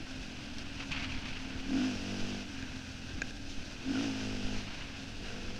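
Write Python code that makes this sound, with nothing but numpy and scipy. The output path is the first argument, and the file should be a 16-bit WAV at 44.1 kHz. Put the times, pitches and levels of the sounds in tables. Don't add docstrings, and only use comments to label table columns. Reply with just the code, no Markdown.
import sys
import numpy as np
from scipy import signal
from scipy.fft import rfft, irfft
from scipy.io import wavfile
from scipy.ndimage import uniform_filter1d

SR = 44100
rng = np.random.default_rng(int(sys.argv[2]) if len(sys.argv) > 2 else 0)


def store_wav(level_fs):
    pcm = np.round(np.clip(np.atleast_2d(level_fs), -1, 1) * 32767)
    wavfile.write(sys.argv[1], SR, pcm.T.astype(np.int16))


N = 246519
TIME = np.arange(N) / SR
CRUISE_HZ = 47.9
GRIP_TWIST_S = 0.13

# time_s, firing_rate_hz
FIRING_RATE = [(0, 44.1), (.3, 42.8), (.5, 41.3), (.8, 39.6), (1.0, 38.3), (1.2, 36.8), (1.4, 37.3),
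               (1.68, 38.5), (1.782, 48.9), (1.845, 53), (1.926, 48.6), (2.005, 46), (2.106, 49.4),
               (2.182, 47.8), (2.3, 49.7), (2.42, 50.2), (2.5, 46.2), (2.62, 43), (2.8, 43.6), (3.22, 43),
               (3.32, 41.7), (3.45, 39.2), (3.75, 38), (3.85, 42.7), (3.914, 48.8), (4.01, 58),
               (4.085, 53.3), (4.32, 51.9), (4.398, 49.2), (4.478, 51.9), (4.616, 51.1), (4.76, 47),
               (4.95, 45.3), (5.11, 45), (5.2, 47.6), (5.3, 51), (5.42, 48.6), (5.59, 50)]


def amp(db):
    return 10 ** (np.asarray(db) / 20)


def unit_rms(x):
    return x / np.sqrt(np.mean(x ** 2) + 1e-20)


def steadied(x, size=2200):
    return x / np.sqrt(uniform_filter1d(uniform_filter1d(x ** 2, size), size) + 1e-12)


def coloured(x, spectrum, size=8192):
    hz, db = np.transpose(spectrum)
    f = abs(np.fft.fftfreq(size, 1 / SR))
    log_gain = np.log(amp(np.interp(np.log(f + 1), np.log(hz), db)))
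    response = np.exp(np.conj(signal.hilbert(log_gain)))
    ring = np.fft.ifft(response).real[:size // 2]
    return signal.oaconvolve(x, ring)[:len(x)]


def wander(rate_hz):
    f = np.fft.rfftfreq(N, 1 / SR)
    return unit_rms(irfft(rfft(rng.standard_normal(N)) * np.exp(-(f / rate_hz) ** 2), N))


def grains(per_s, spread_db):
    size = amp(spread_db * np.minimum(rng.exponential(1, N), 4))
    return unit_rms(size * rng.choice([-1, 1], N) * (rng.random(N) < per_s / SR))


def add(mix, start_s, sound):
    part = mix[round(start_s * SR):][:len(sound)]
    part += sound[:len(part)]


def curve(rows):
    return np.interp(TIME, *np.transpose(rows))


def ramp(start_s, length_s):
    return np.sin(np.pi / 2 * np.clip((TIME - start_s) / length_s, 0, 1)) ** 2


def rise_and_fade(start_s, rise_s, fade_s):
    return ramp(start_s, rise_s) * np.exp(-np.maximum(TIME - start_s, 0) / fade_s)


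def swells(rows):
    return sum(db * np.exp(-((TIME - middle_s) / half_s) ** 2) for middle_s, half_s, db in rows)


def crank(waver=0.005):
    return np.cumsum(curve(FIRING_RATE) * (1 + waver * wander(25.5))) / SR


def bursts():
    # open_s, shut_s, closing_s, load_db, air_draw_db, boom_hold_s, pipe_build_s, pipe_pitch_ratio
    twists = [(1.365, 1.644, 0.17, -10, -14, .17, 2.6, .9), (1.634, 2.286, 0.27, -0.5, 2, 0.11, 1.2, 0.97),
              (3.788, 4.463, 0.22, -1.7, 0.5, 0.13, 1.9, .96), (5.123, 5.601, .2, -8, -14, .03, 0.11, 0.98)]
    for open_s, shut_s, closing_s, load_db, draw_db, hold_s, build_s, tuning in twists:
        opening = ramp(open_s, GRIP_TWIST_S) * (1 - ramp(shut_s, closing_s))
        age = np.maximum(TIME - open_s, 0)
        yield opening, age, amp(load_db), amp(draw_db), hold_s, build_s, tuning


def throttle(surge_peak_s=0.19, surge_width_s=0.1):
    opened, load, surge = np.zeros((3, N))
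    for opening, age, pull, *_ in bursts():
        opened += opening
        load += opening * pull
        surge += opening * pull * np.exp(-((age - surge_peak_s) / surge_width_s) ** 2)
    return np.minimum(opened, 1), load, surge


def roughness(opened, surge, shut=0.36, pulling=0.12, surging=0.03, per_hz_lost=0.0099):
    slow = per_hz_lost * np.maximum(CRUISE_HZ - curve(FIRING_RATE), 0)
    return np.clip((shut + slow) * (1 - opened) + pulling * opened + surging * surge, 0, 1)


def strokes(cycles, rough, uneven_db=6, puff_cycles=0.48):
    pulses = np.diff(np.floor(cycles), prepend=np.floor(cycles[0]))
    pulses *= amp(uneven_db * rough * wander(29))
    puffs = np.exp(-(cycles % 1) / puff_cycles) * rng.standard_normal(N)
    return (1 - rough) * unit_rms(pulses) + rough * unit_rms(puffs)


def chamber(x, echo_s, bounce=0.23):
    delay = np.exp(-2j * np.pi * np.fft.rfftfreq(N, 1 / SR) * echo_s)
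    return irfft(rfft(x) * (delay - bounce) / (1 - bounce * delay), N)


def intake(cycles, rough, opened, held_db=-48.5, boom_db=-35, boom_fade_s=0.16):
    # frequency_hz, gain_db
    air_box = [(60, -60), (150, -30.5), (205, -14.5), (238, -3), (268, 8.5), (290, -1), (330, -11),
               (500, -49), (1500, -67.5), (10000, -100)]
    # time_s, level_db
    idle_air = [(.1, -49.5), (.3, -55.5), (.55, -50.5), (1.35, -48), (2.52, -50), (2.7, -50), (3.0, -56),
                (3.3, -51), (3.58, -50.5), (3.75, -61), (4.8, -58), (5.2, -56)]
    level = amp(curve(idle_air)) * (1 - opened)
    for opening, age, _, draw, hold_s, _, _ in bursts():
        boom = opening * np.exp(-(np.maximum(age - hold_s, 0) / boom_fade_s) ** 2)
        level += opening * draw * (amp(held_db) + amp(boom_db) * boom)
    gulps = chamber(strokes(cycles, 0.59 * rough), echo_s=0.00674)
    return level * steadied(coloured(gulps, air_box))


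def exhaust(cycles, rough, opened, load, surge, silencer_s=0.00553, limp=0.15):
    # frequency_hz, gain_db
    growl_spectrum = [(45, -24), (70, -17), (88, 2.5), (108, 2.5), (150, -19), (198, 6), (255, 3),
                      (310, -11), (430, -16.5), (600, -18.5), (1500, -49.5), (5000, -85), (12000, -102)]
    drone_spectrum = [(45, 0.5), (85, 10.5), (128, 2.5), (172, -1), (215, 6.5), (270, 1.5), (380, -25),
                      (700, -54.5), (1500, -40.5), (9000, -76)]
    # frequency_hz, gain_db
    bark_spectrum = [(200, -24), (340, 7.5), (440, 4.5), (580, -5), (700, 0), (860, -4.5), (1080, -24),
                     (1450, -11.5), (1900, -34.5), (5000, -59), (12000, -89)]
    rasp_spectrum = [(200, -49), (380, 7), (480, 5.5), (580, -2), (700, 5), (850, -26), (1200, -10),
                     (1480, 7.5), (1900, -10.5), (4000, -32), (10000, -78)]
    pipe_spectrum = [(150, -21), (300, -7), (400, -32), (495, 10), (560, -13), (800, -25), (2000, -76)]
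    # time_s, level_db
    drone_level = [(0, -51.5), (.6, -48.5), (1.17, -42.5), (1.45, -51), (2.65, -46.5), (3.15, -46.5),
                   (3.55, -50), (4.85, -49), (5.4, -44.5)]
    firings = strokes(cycles, rough)
    push = amp(-54.5) * (1 - opened) + amp(-39.5 - 3 * surge) * load
    growl = push * steadied(coloured(chamber(firings, silencer_s), growl_spectrum))
    blasts = strokes(cycles, rough=0.15, uneven_db=9, puff_cycles=0.2)
    excess_hz = curve(FIRING_RATE) - CRUISE_HZ
    bark = amp(-48 + 0.25 * excess_hz) * load * steadied(coloured(blasts, bark_spectrum))
    turbulence = strokes(cycles, rough=0.5, puff_cycles=0.7)
    rasp = amp(-46) * surge * steadied(coloured(turbulence, rasp_spectrum))
    ring = np.zeros(N)
    for opening, age, *_, build_s, tuning in bursts():
        pipe = [(hz * tuning, db) for hz, db in pipe_spectrum]
        ring += amp(-58) * opening * np.minimum(age / build_s, 1) * steadied(coloured(firings, pipe))
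    limping = chamber(firings * (1 + limp * np.cos(np.pi * cycles)), silencer_s)
    drone = amp(curve(drone_level) - 9 * opened) * steadied(coloured(limping, drone_spectrum))
    return growl + bark + rasp + ring + drone


def jostle(swing_db=1.2, rate_hz=7):
    return amp(swing_db * wander(rate_hz))


def clatter(cycles, load, surge, overrun_s=2.42):
    # frequency_hz, density_db
    tick_spectrum = [(300, -2.5), (720, 2.5), (900, -4), (1130, -11), (1570, 4.5), (1900, -11.5),
                     (2250, -9), (2530, 5.5), (2950, -0.5), (4250, -3), (4900, -1.5), (6100, -4.5),
                     (7400, -16.5), (11000, -29), (15500, -50)]
    bite_spectrum = [(300, -20), (750, -6.5), (1080, -8), (1550, 0.5), (1850, -4), (2250, -3.5),
                     (2600, 3.5), (2950, 2.5), (3500, -2.5), (4300, -6), (4950, -1), (6100, -5),
                     (7400, -16.5), (11000, -32.5), (15500, -41)]
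    lash_spectrum = [(500, -35), (1150, -15), (1570, 8.5), (2000, -7), (2600, -7), (4000, -14), (6000, -3),
                     (7500, -18), (12000, -37)]
    angle = 2 * np.pi * cycles
    beat = 1 + 0.049 * np.cos(angle) + 0.046 * np.cos(2 * angle)
    ticks = grains(per_s=8000, spread_db=2) * beat * amp(1.4 * wander(21))
    ticking = amp(-50.5) * unit_rms(coloured(ticks, tick_spectrum))
    excess_hz = curve(FIRING_RATE) - CRUISE_HZ
    strain = load * amp(-47.5 + surge + 0.48 * excess_hz)
    bite = strain * unit_rms(coloured(grains(per_s=14000, spread_db=2) * beat, bite_spectrum))
    slack = rise_and_fade(overrun_s, GRIP_TWIST_S, fade_s=0.83)
    lash = amp(-54) * slack * unit_rms(coloured(grains(per_s=1600, spread_db=-3), lash_spectrum))
    return ticking + bite + lash


def rattle(surge, clump_db=1.47, snatch_db=5):
    # frequency_hz, density_db
    spectrum = [(100, -1.5), (400, -6), (850, 3.5), (1200, 2.5), (1500, 5), (1950, 4), (2450, 8),
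                (2850, 9.5), (3400, 2), (4500, -2), (6000, -9), (7500, -28), (12000, -49)]
    # middle_s, half_length_s, change_db
    ground = [(.42, .07, 2), (.81, 0.046, 5), (.885, 0.018, -13), (1.0, 0.1, 7.5), (1.25, 0.36, 6),
              (2.65, .14, 3), (2.92, 0.14, -5), (3.42, 0.13, -15), (4.2, 0.036, 6.5), (4.59, 0.07, 6.5),
              (4.8, 0.13, 6), (5.1, 0.1, -4)]
    hits = grains(per_s=4400, spread_db=1.5) * amp(clump_db * wander(41))
    return amp(-53.5 + swells(ground) + snatch_db * surge) * unit_rms(coloured(hits, spectrum))


def wind(lump_db=2.5, flutter_db=0.6):
    # frequency_hz, density_db
    buffet_spectrum = [(5, 4.5), (14, 7), (30, -1), (55, -8), (100, -15), (160, -18.5), (300, -14),
                       (700, -49), (2000, -78.5)]
    hiss_spectrum = [(200, 7.5), (650, -6), (1050, -15), (1600, -5), (3000, -6), (6000, -19.5),
                     (8000, -19.5), (11000, -35.5), (15500, -33)]
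    # middle_s, half_length_s, change_db
    gusts = [(.8, 0.25, -1), (1.16, 0.038, 5), (1.64, 0.1, 7), (1.87, 0.039, -4), (2.88, 0.14, -14.5),
             (3.58, 0.069, -1), (4.47, 0.21, 5.5), (5.03, 0.061, -4.5), (5.5, 0.09, 6.5)]
    buffet = steadied(coloured(rng.standard_normal(N), buffet_spectrum)) * amp(lump_db * wander(9.9))
    flutter = amp(flutter_db * wander(17))
    hiss = unit_rms(coloured(rng.standard_normal(N), hiss_spectrum)) * flutter
    return amp(-45 + swells(gusts)) * buffet + amp(-54) * hiss


def stones(size=4096):
    # start_s, crack_db, ring_db
    strikes = [(0.5841, -30.5, -60), (0.5916, -41, -51), (2.6252, -43, -30), (3.218, -33.5, -16.5),
               (3.307, -44, -34.5)]
    # frequency_hz, density_db
    crack_spectrum = [(500, -23), (2200, -14), (3400, -2), (4100, 4), (4700, -1), (5300, 0), (6100, -6),
                      (7000, -19), (9500, -20), (12000, -33), (15500, -50)]
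    # pitch_hz, gain_db, t60_s
    panel_modes = [(344, -11, 0.016), (460, -11.5, 0.02), (630, -10.5, 0.015), (1532, -19, .022),
                   (1610, -1, 0.023), (1980, -12, 0.017), (2480, -1.5, 0.016), (2700, -10, .015),
                   (5870, -11, 0.011), (6760, 3, 0.0047)]
    out, t = np.zeros(N), np.arange(size) / SR
    contact = np.exp(-t / 0.0017) * (1 - np.exp(-t / 0.0002))
    ring = sum(amp(db - 60 * t / t60) * np.sin(2 * np.pi * hz * t) for hz, db, t60 in panel_modes)
    ring *= (1 - np.exp(-t / 0.0011)) ** 2
    for start_s, crack_db, ring_db in strikes:
        crack = unit_rms(coloured(rng.standard_normal(size), crack_spectrum)) * contact
        add(out, start_s, amp(crack_db) * crack + amp(ring_db) * ring)
    return out


def knocks(size=8192):
    # start_s, level_db, tilt_db_per_octave, decay_s
    contacts = [(0.802, -37, -3.5, 0.0059), (.826, -40, -3, 0.013), (0.91, -35, -5, 0.01),
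                (0.9158, -32, 1.5, 0.015), (0.9603, -36.5, -3, 0.024), (0.996, -41, 1, 0.024),
                (1.024, -41, -2, 0.029), (1.043, -37, -1, 0.0083), (1.119, -37.5, -1, 0.0092),
                (1.148, -39, 2, 0.0044), (1.255, -39, -3, 0.018), (1.284, -42.5, -1, 0.013),
                (1.328, -42, 0, .008), (1.368, -41.5, -1, 0.0089), (2.195, -36, -5, 0.0042),
                (4.68, -35.5, -5.5, 0.0054), (4.769, -45, -7, .005)]
    # frequency_hz, density_db
    spectrum = [(200, 2), (500, -16.5), (1000, -0.5), (1550, -0.5), (2000, 2), (2550, 13), (2900, 8.5),
                (3400, 0), (4500, 0.5), (6000, -8), (7500, -17), (12000, -42)]
    out, t = np.zeros(N), np.arange(size) / SR
    for start_s, level_db, tilt, decay_s in contacts:
        tilted = [(hz, db + tilt * np.log2(min(hz, 5000) / 2500)) for hz, db in spectrum]
        crunch = unit_rms(coloured(rng.standard_normal(size), tilted))
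        envelope = np.exp(-t / decay_s) * (1 - np.exp(-t / 0.00038))
        add(out, start_s, amp(level_db) * crunch * envelope)
    return out


def air_puffs(size=8192):
    # start_s, peak_db, rise_s
    eddies = [(1.155, -31, 0.0073), (2.211, -29.5, 0.018), (3.572, -33, 0.014), (4.448, -25.5, 0.0079)]
    out, t = np.zeros(N), np.arange(size) / SR
    for start_s, peak_db, rise_s in eddies:
        pulse = (t / rise_s * np.exp(1 - t / rise_s)) ** 2
        add(out, start_s, amp(peak_db) * pulse)
    return out


def grit_spray():
    # start_s, level_db, rise_s, fade_s
    sprays = [(3.482, -45.5, 0.021, 0.057), (3.635, -51, 0.022, 0.037), (4.0, -48, 0.038, .05),
              (4.16, -49, .03, 0.044), (4.55, -43.5, 0.037, 0.057)]
    # frequency_hz, density_db
    spectrum = [(500, -29), (2200, -4), (3600, 0), (5000, -2), (6300, -2), (7600, -17), (11000, -30),
                (15500, -45)]
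    level = sum(amp(db) * rise_and_fade(start_s, rise_s, fade_s) for start_s, db, rise_s, fade_s in sprays)
    return level * unit_rms(coloured(grains(per_s=6900, spread_db=-1), spectrum))


def scene():
    # middle_s, half_length_s, change_db
    easings = [(1.99, 0.044, -2), (4.39, 0.043, 0)]
    cycles = crank()
    opened, load, surge = throttle()
    rough = roughness(opened, surge)
    voice = intake(cycles, rough, opened) * jostle()
    voice += exhaust(cycles, rough, opened, load, surge) * jostle()
    voice *= amp(swells(easings))
    track = rattle(surge) + knocks() + stones() + grit_spray()
    return (voice + clatter(cycles, load, surge) + track + wind() + air_puffs())[None]


def record(dry):
    cutoff_hz = 15650
    taps = signal.firwin(511, cutoff_hz, window=("kaiser", 9), fs=SR)
    return signal.oaconvolve(dry, taps[None], "same")


dry = scene()
out = record(dry)
store_wav(out)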